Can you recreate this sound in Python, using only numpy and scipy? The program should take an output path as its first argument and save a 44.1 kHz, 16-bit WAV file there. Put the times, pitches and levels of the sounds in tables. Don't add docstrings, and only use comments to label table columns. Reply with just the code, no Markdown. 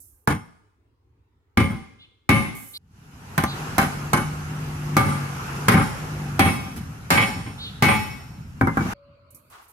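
import sys
import numpy as np
from scipy import signal
from scipy.fft import rfft, irfft
from scipy.io import wavfile
from scipy.ndimage import uniform_filter1d, minimum_filter1d

SR = 44100
rng = np.random.default_rng(int(sys.argv[2]) if len(sys.argv) > 2 else 0)


def amplitude_ratio(level_db):
    exponent = np.asarray(level_db, float) / 20
    return 10 ** exponent


def wav_out(sig):
    wavfile.write(sys.argv[1], SR, np.round(np.clip(np.atleast_2d(sig).T, -1, 1) * 32767).astype(np.int16))


N = 428651

# (time [s], strength [dB], drum boom [dB], shoe ring [dB], ring length [factor on decays])
BLOWS = [(0.275, -19, -3, -12.5, 0.49), (1.574, -19, 3, -2.5, 0.77), (2.292, -15.5, -1.5, -1, 0.89),
         (3.379, -21, -6, -10, 0.5), (3.438, -23, -6.5, -12, .36), (3.782, -11, -10.5, -10.5, 0.63),
         (4.133, -10.5, -7.5, -10, 0.59), (4.968, -7, -6, -10, 0.73), (5.684, -8, -7.5, -6.5, 0.71),
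         (6.394, -11.5, -5, -3.5, 0.81), (7.105, -13, -10.5, -3, 0.96), (7.824, -14, -4.5, -2, 1.0)]
# (time [s], strength [dB], drum boom [dB], shoe ring [dB], crack [dB])
BOUNCES = [(0.299, -28, 1.5, -2.5, -19), (0.332, -41, 2.5, -15.5, -19), (1.7, -42, 13.5, -29, -14.5),
           (3.809, -26.5, -1, -5, -14.5), (4.161, -22.5, -7.5, -18.5, -19), (5.739, -13.5, 1, -8, -24.5),
           (5.77, -15, -38, -9.5, -37.5), (6.455, -19, -4.5, -1.5, -33.5), (6.657, -43, 6.5, -10.5, -28.5),
           (6.761, -43, 3.5, -4.5, 1), (7.174, -12, -12, 2, -27), (7.28, -33, -3.5, -4.5, -13),
           (7.358, -42, 8, -5.5, -27), (7.461, -40, 5, -1.5, -30), (7.884, -14, -18.5, 1, -31.5)]
# (time [s], strength [dB], drum boom [dB], ring [Hz], ring level [dB])
KNOCKS = [(8.612, -23, 4, 2250, -27.5), (8.672, -27, -2.5, 2070, -27.5), (8.772, -26, -2.5, 2314, -33),
          (8.808, -35.5, 3.5, 2270, -34.5), (8.854, -41.5, 10, 2260, -55)]
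# (frequency [Hz], level [dB], t60 [s])
DRUM_MODES = [(88.6, -5, 0.38), (111.6, -1.5, .3), (156, 0, 0.2), (222.4, -1.5, 0.18), (266.5, -1, 0.23),
              (339, -7, 0.21)]
# (frequency [Hz], level [dB], t60 [s])
SHOE_MODES = [(552.7, -12, 0.52), (783, 1.85, 0.32), (854, -5.5, 0.46), (1045, -0.5, 0.27), (1189, 2, 0.27),
              (1335, -17.5, .22), (1541, -4.5, .2), (1617, -7, .22), (1813, -23, 0.073), (2088, -3.5, 0.24),
              (2216, 2, 0.3), (2650, -11, 0.22), (2673, -15, 0.45), (2995, -10, .35), (3297, -12, 0.34),
              (3840, -28.5, 0.56)]
# (frequency [Hz], level [dB], t60 [s])
HAMMER_MODES = [(5120, -21.5, .2), (5410, -11, 0.96), (6460, -15, 0.23), (7340, -21, 0.23),
                (8600, -12, 0.3), (8900, 2.5, 0.54), (10160, 1.3, 0.57), (10600, -4, 0.68),
                (11250, -6, 0.6), (11200, -7.5, 0.2), (12700, -13, .3), (14800, -11, .4),
                (14600, -12.5, 0.63)]
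# (frequency [Hz], level [dB per Hz])
CLANG = [(40, -37), (90, -11), (176, 4), (620, -12.5), (800, -7.5), (1200, -10), (2200, -19.5),
         (2900, -30.5), (9000, -31), (13300, -35), (16000, -61)]
# (frequency [Hz], t60 [s])
CLANG_T60 = [(60, 0.9), (300, 0.22), (1000, 0.16), (3000, 0.22), (8000, 0.052), (16000, 0.17)]
LASTING_HZ = [2116, 2141, 2562, 5410, 6135, 14050]
# (t60 [s], level before the first break [dB], level after it [dB], gain [dB per dB of shoe ring])
LASTING = [(1.0, -12.5, -41, 3), (.42, 2, -30.5, 1.5), (0.73, -30, 3, 6), (1.4, -60, -20, 2.5),
           (0.27, -45.5, -44, -2.1), (.85, -59.5, -16.5, 3.0)]
# (frequency [Hz], t60 [s])
SHED_T60 = [(60, 0.51), (500, 0.71), (2000, 0.69), (8000, 0.9), (16000, 0.34)]
BREAKS = [2.776, 8.935, 9.72]
# (frequency [Hz], correlation [-1 to 1])
LIKENESS = [(60, 0.96), (240, 0.97), (950, -0.0072), (3770, -0.13), (15000, 0.097)]
# (frequency [Hz], left minus right [dB])
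TILT = [(60, -1.5), (150, 1), (380, 1.5), (950, -0.5), (2380, 1), (5980, -3.5), (15000, -8)]
# (frequency [Hz], level [dB per Hz])
DRAG = [(180, -36), (300, -11.5), (502, -15.5), (1140, 1.5), (1680, -9.5), (2390, -12.5), (3690, -16.5),
        (6900, -21), (14000, -32)]
# (time [s], length [s], level [dB], fall [dB per s])
DRAGS = [(8.774, .158, -38, 33), (9.495, 0.25, -43, 79.5)]
# (frequency [Hz], level [dB per Hz])
SCUFF = [(35, -36), (60, -12), (136, 0.5), (184, -25), (277, -3), (377, -42), (403, -25), (530, -15.5),
         (577, -3), (757, -37), (1080, -11.5), (1330, -12.5), (1830, -37), (2410, -19), (3500, -38.5),
         (4550, -24), (7700, -120)]
# (time [s], length [s], level [dB], fall [dB per s])
SCUFFS = [(8.936, .58, -56.5, 2.5)]
# (frequency [Hz], level [dB per Hz])
HISS = [(3000, -45), (5500, -14), (7000, -8), (11500, 0), (14500, -5), (16300, -25)]
# (time [s], length [s], level [dB], fall [dB per s])
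PUFFS = [(0.0, .26, -47.5, 97.5), (2.547, .235, -43.5, 21.5), (9.304, .045, -50, 449),
         (9.345, 0.092, -43, 400), (9.328, .38, -69, 9), (9.498, .08, -53.5, 278.5), (9.611, 0.052, -62, 5),
         (9.68, .04, -56.5, 29)]
# (time [s], nearness [dB])
PASSING = [(2.79, -52), (2.98, -25), (3.58, -0.5), (4.3, -5.5), (4.91, -4), (5.58, -0.05), (6.3, -4.5),
           (6.88, -12.5), (7.6, -13.5), (8.2, -16), (8.55, -21.5), (8.93, 2)]
# (frequency [Hz], level [dB per Hz])
RUMBLE = [(15, -30.5), (25, -3), (81, 3.5), (139, 3.5), (258, -6.5), (285, -14), (354, -30.5), (419, -45),
          (451, -70), (590, -59), (990, -120)]
# (frequency [Hz], level [dB per Hz])
ROAR = [(240, -14), (400, -3), (568, -11), (606, -10), (846, -2), (988, -6), (1370, -2.5), (1850, -10),
        (2800, -15.5), (3640, -30), (6160, -120)]
# (frequency [Hz], level [dB per Hz])
RUSH = [(1530, -25), (2600, -1), (3500, -7.5), (6470, -6), (8510, -12.5), (12400, -11), (15300, -39),
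        (16000, -67)]
# (time [s], pitch [Hz], level [dB])
DRONE = [(3.3, 120.2, -59.5), (3.48, 136.4, -33.5), (3.72, 160, -38.5), (3.89, 143.6, -36),
         (4.2, 150.7, -31), (4.65, 151.7, -34.5), (4.99, 148.7, -25), (5.5, 135.9, -36.5), (5.77, 156, -34),
         (5.9, 153, -49), (6.0, 155, -34), (6.36, 144.3, -31), (6.9, 134, -43.5)]
# (multiple of the drone pitch, level [dB])
ORDERS_DB = [(2 / 3, -13), (1, 0), (4 / 3, -16), (5 / 3, -14), (2, -21), (7 / 3, -19)]
# (time [s], length [s], level [dB], start pitch before the trill [Hz])
CHIRPS = [(1.981, 0.089, -47.5, 2880), (2.73, 0.081, -33, 3373), (3.452, 0.11, -35.5, 3340),
          (7.573, 0.14, -32.5, 3185)]
# (frequency [Hz], level [dB per Hz])
YARD = [(15, -24.5), (25, -4), (94, 7), (170, -22), (270, -12), (335, -14), (427, -12), (591, -28.5),
        (962, -21), (1840, -29.5), (7310, -45.5), (13200, -50), (14400, -46), (16000, -48)]

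BLOW_RISE_S, BOUNCE_RISE_S, BOUNCE_LENGTH = 0.00045, 0.009, 0.58
CHATTER_PER_S, CHATTER_S, CHATTER_DB = 300, 0.051, -4.5
DETUNE = 0.0015
HAMMER_DB, HAMMER_PER_DB = -27.5, 0.7
DULL_DB, DULL_PER_DB = 1.5, 0.5442
CRACK_DB, CRACK_PER_DB = -18.5, -0.5
KNOCK_SHOE_DB, KNOCK_CRACK_DB, KNOCK_LENGTH = -23, -27.5, 0.64
KNOCK_T60, KNOCK_LOW_HZ, KNOCK_LOW_T60 = 0.26, 950, 0.16
KNOCK_LOW_DB = 2.6
TAIL_DB, TAIL_POWER = -10, 2
HUM_S, HUM_HZ, HUM_DB, HUM_LENGTH_S, HUM_FADE_DB = 8.94, 568, -53.5, 0.49, -24
RUMBLE_DB, ROAR_DB, RUSH_DB = -34.5, -34.5, -43.5
RUMBLE_SHARE, RUSH_SHARE = 0.55, 0.82
RUMBLE_FADE_DB_PER_S = 1.5
CHIRP_PULL, CHIRP_END = 1.5, 0.84
YARD_DB = -62


def evened(x):
    return x / np.sqrt(np.mean(x ** 2) + 1e-20)


def read(points, hz):
    f, value = np.transpose(points)
    return np.interp(np.log(hz + 1), np.log(f + 1), value)


def curve(rows, t):
    s, *columns = np.transpose(rows)
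    return [np.interp(t, s, c) for c in columns]


def add(mix, s, sound):
    stop = min(k for k in BREAKS if k > s)
    part = mix[:, round(s * SR):round(stop * SR)][:, :sound.shape[1]]
    part += sound[:, :part.shape[1]]


def noise(field_db, count, size, patchy_db=1.5):
    hz = np.fft.rfftfreq(size, 1 / SR)[:, None]
    t = np.arange(count * 4 // size + 5) * size / 4 / SR
    a, b, c, d, patches = rng.standard_normal((len(t), len(hz), 5)).T
    patches = uniform_filter1d(patches, size=8, axis=0)
    patches = evened(uniform_filter1d(patches, size=8, axis=1))
    same = read(LIKENESS, hz)
    left = a + 1j * b
    right = same * left + np.sqrt(1 - same ** 2) * (c + 1j * d)
    z = np.array([left, right]) * amplitude_ratio(field_db(hz, t) + patchy_db * patches)
    return signal.istft(z, nperseg=size, noverlap=size * 3 // 4)[1][:, :count]


def steady(spectrum, size, patchy_db):
    return evened(noise(lambda hz, s: read(spectrum, hz) + 0 * s, count=N, size=size, patchy_db=patchy_db))


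def ring(modes, t, longer, spread_db=2.0):
    hz, db, t60 = np.transpose(modes)[:, :, None]
    hz = hz * (1 + DETUNE * rng.standard_normal(hz.shape))
    same = np.clip(read(LIKENESS, hz), 0, 1)
    luck = rng.standard_normal(hz.shape)
    phase = rng.uniform(0, 2 * np.pi, hz.shape)
    beat_turns = rng.uniform(7, 30, hz.shape) * t + rng.random(hz.shape)
    beat = 1 + 0.35 * np.sin(2 * np.pi * beat_turns)
    level_db = db + spread_db * luck - 60 * t / (t60 * longer)
    out = []
    for _ in "LR":
        turn = phase + (1 - same) * rng.uniform(-1.7, 1.7, hz.shape)
        out.append((beat * amplitude_ratio(level_db) * np.sin(2 * np.pi * hz * t + turn)).sum(0))
    return np.array(out)


def blow(db, boom_db, shoe_db, crack_db, longer, rise_s, chatter_db):
    t = np.arange(SR * 5 // 8) / SR
    upper = [row for row in SHOE_MODES if row[0] > 1900]
    lower = [row for row in SHOE_MODES if row[0] <= 1900]
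    drum = amplitude_ratio(boom_db - 2.0) * ring(DRUM_MODES, t, longer)
    drum = drum * (1 - np.exp(-t / 0.00087))
    shoe = amplitude_ratio(-11.5) * ring(lower, t, longer) + amplitude_ratio(shoe_db - 8.0) * ring(upper, t, longer)
    hammer = amplitude_ratio(HAMMER_DB + HAMMER_PER_DB * shoe_db) * ring(HAMMER_MODES, t, longer)

    dull_db = DULL_DB - DULL_PER_DB * shoe_db
    colour = [(150, boom_db), (1000, 1.2), (1500, dull_db), (2300, shoe_db + 15.0), (9000, crack_db + 22)]

    def clang_db(hz, s):
        return read(CLANG, hz) + read(colour, hz) - 60 * s / (longer * read(CLANG_T60, hz))

    clang = noise(clang_db, count=len(t), size=512, patchy_db=0)
    crack = amplitude_ratio(crack_db + 7.0) * rng.standard_normal((2, len(t))) * np.exp(-t / 0.0025)
    steel = shoe + amplitude_ratio(-5.5) * clang

    landed = rng.random(len(t)) < CHATTER_PER_S / SR
    taps = rng.standard_normal(len(t)) * landed * np.exp(-(t / CHATTER_S) ** 2)
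    taps = taps / np.sqrt(CHATTER_PER_S * CHATTER_S)
    chatter = signal.fftconvolve(steel, taps[None], axes=1)[:, :len(t)]
    hit = drum + steel + amplitude_ratio(chatter_db) * chatter + hammer + crack
    return amplitude_ratio(db + 9.0) * hit * (1 - np.exp(-t / rise_s))


def shed(x):
    taps = np.zeros((2, SR))
    at = np.arange(500, SR - 20, 20) + rng.integers(0, 20, (2, (SR - 501) // 20))
    np.put_along_axis(taps, at, rng.choice([-1., 1.], at.shape), 1)
    hz, t, z = signal.stft(taps, SR, nperseg=256)
    decay = amplitude_ratio(-60 * t / read(SHED_T60, hz)[:, None])
    tail = signal.istft(z * decay, SR, nperseg=256)[1]
    return signal.fftconvolve(x, tail / np.linalg.norm(tail[0]), axes=1)[:, :N]


def struck():
    hits = []
    for s, db, boom, shoe, longer in BLOWS:
        crack = CRACK_DB + CRACK_PER_DB * boom
        hits.append((s, longer, blow(db, boom, shoe, crack, longer, BLOW_RISE_S, CHATTER_DB)))
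    for s, *levels in BOUNCES:
        hits.append((s, BOUNCE_LENGTH, blow(*levels, BOUNCE_LENGTH, BOUNCE_RISE_S, CHATTER_DB)))
    for s, db, boom, _, _ in KNOCKS:
        sound = blow(db, boom, KNOCK_SHOE_DB, KNOCK_CRACK_DB, KNOCK_LENGTH, BLOW_RISE_S, -np.inf)
        hits.append((s, KNOCK_LENGTH, sound))
    return hits


def hammering():
    hits = struck()
    out = np.zeros((2, N))
    for start, stop in zip([0, *BREAKS], BREAKS):
        direct, fed = np.zeros((2, 2, N))
        for s, longer, sound in hits:
            if start <= s < stop:
                add(direct, s - 0.001, sound)
                add(fed, s - 0.001, amplitude_ratio(TAIL_DB) * longer ** TAIL_POWER * sound)
        add(out, start, (direct + shed(fed))[:, round(start * SR):])
    return out


def lasting_modes():
    out, t = np.zeros((2, N)), np.arange(SR) / SR
    for s, db, _, shoe, _ in BLOWS:
        modes = []
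        for hz, (t60, early, late, gain) in zip(LASTING_HZ, LASTING):
            base_db = early if s < BREAKS[0] else late
            modes.append((hz, db + base_db + gain * shoe, t60))
        add(out, s, ring(modes, t, longer=1, spread_db=0))
    for s, _, _, hz, db in KNOCKS:
        modes = [(hz, db, KNOCK_T60), (KNOCK_LOW_HZ, db + KNOCK_LOW_DB, KNOCK_LOW_T60)]
        add(out, s, ring(modes, t, longer=1, spread_db=0))
    return out


def humming():
    out = np.zeros((2, N))
    u = np.arange(0, 1, 1 / (SR * HUM_LENGTH_S))
    level = np.sqrt(2) * amplitude_ratio(HUM_DB + HUM_FADE_DB * u ** 1.84)
    tone = level * np.sin(2 * np.pi * HUM_HZ * HUM_LENGTH_S * u)
    add(out, HUM_S, np.array([tone, tone]) * signal.windows.tukey(len(u), 0.05))
    return out


def bursts(spectrum, events, grain_db, rise_s, size=256):
    air = steady(spectrum, size, grain_db)
    t = np.arange(N) / SR
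    power = np.zeros(N)
    for s, length, db, fall in events:
        gate = np.clip(np.minimum((t - s) / rise_s, (s + length - t) / 0.004), 0, 1)
        power += (amplitude_ratio(db - fall * np.maximum(t - s, 0)) * gate) ** 2
    return air * np.sqrt(power)


def dragging():
    return bursts(DRAG, DRAGS, grain_db=1.6, rise_s=0.047)


def scuffing():
    return bursts(SCUFF, SCUFFS, grain_db=4.0, rise_s=0.005, size=1024)


def hissing():
    return bursts(HISS, PUFFS, grain_db=0.94, rise_s=0.003)


def road():
    t = np.arange(N) / SR
    near_db = curve(PASSING, t)[0]
    fall = RUMBLE_FADE_DB_PER_S * t
    lingering_db = np.maximum.accumulate(RUMBLE_SHARE * near_db + fall) - fall
    levels = [RUMBLE_DB + lingering_db, ROAR_DB + near_db, RUSH_DB + RUSH_SHARE * near_db]
    sound = sum(amplitude_ratio(db) * steady(spectrum, 1024, 1.6) for spectrum, db in zip([RUMBLE, ROAR, RUSH], levels))
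    return sound * (t > BREAKS[0]) * (t < BREAKS[1])


def exhaust():
    t = np.arange(N) / SR
    hz, db = curve(DRONE, t)
    wobble = evened(uniform_filter1d(rng.standard_normal(N), size=3000))
    turns = np.cumsum(hz * (1 + 0.00328 * wobble)) / SR
    drone = sum(amplitude_ratio(d) * np.sin(2 * np.pi * (k * turns + rng.random())) for k, d in ORDERS_DB)
    fade = np.clip(np.minimum(t - DRONE[0][0], DRONE[-1][0] - t) / 0.24, 0, 1)
    return np.sqrt(2) * amplitude_ratio(db + 1.2 * wobble) * fade * drone


def bird():
    out = np.zeros((2, N))
    for s, length, db, start_hz in CHIRPS:
        u = np.arange(0, 1, 1 / (SR * length))
        hz = start_hz * ((1 - u) ** 2 + 2 * u * (1 - u) * CHIRP_PULL + u ** 2 * CHIRP_END)
        jitter = evened(uniform_filter1d(rng.standard_normal(len(u)), size=80))
        hz = hz + 500 * np.sin(2 * np.pi * 550 * u * length) + 120 * jitter
        chirp = amplitude_ratio(db) * np.sin(2 * np.pi * np.cumsum(hz) / SR) * np.sin(np.pi * u)
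        add(out, s, np.array([chirp, np.roll(chirp, 7)]))
    echo = amplitude_ratio(-9) * shed(out)
    silent_half_second = abs(np.arange(N) / SR - BREAKS[0] - 0.25) <= 0.25
    return out + echo * ~silent_half_second


def yard():
    return amplitude_ratio(YARD_DB) * steady(YARD, 2048, 3.0)


def scene():
    work = hammering() + lasting_modes() + humming() + dragging() + scuffing()
    return work + hissing() + road() + exhaust() + bird() + yard()


def band_limit(x):
    return signal.sosfilt(signal.butter(12, 16800, fs=SR, output="sos"), x)


def record(dry):
    dry = signal.sosfilt(signal.butter(2, 55, "high", fs=SR, output="sos"), dry)
    dry = signal.sosfilt(signal.butter(10, 16300, fs=SR, output="sos"), dry)
    tilt_db = read(TILT, np.fft.rfftfreq(N, 1 / SR)) / 2
    dry = irfft(rfft(dry) * amplitude_ratio(np.array([tilt_db, -tilt_db])), N)

    peak_db = 20 * np.log10(abs(dry).max(0) + 1e-9)
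    fall = np.arange(N) * 158.0 / SR
    held_db = np.maximum.accumulate(peak_db + fall) - fall
    over_db = np.maximum(held_db + 6.5, 0)
    over_db = -minimum_filter1d(-over_db, size=44)
    over_db = uniform_filter1d(over_db, size=44)
    limited = dry / amplitude_ratio(0.68 * over_db)
    return band_limit(limited)


dry = scene()
out = record(dry)
wav_out(out)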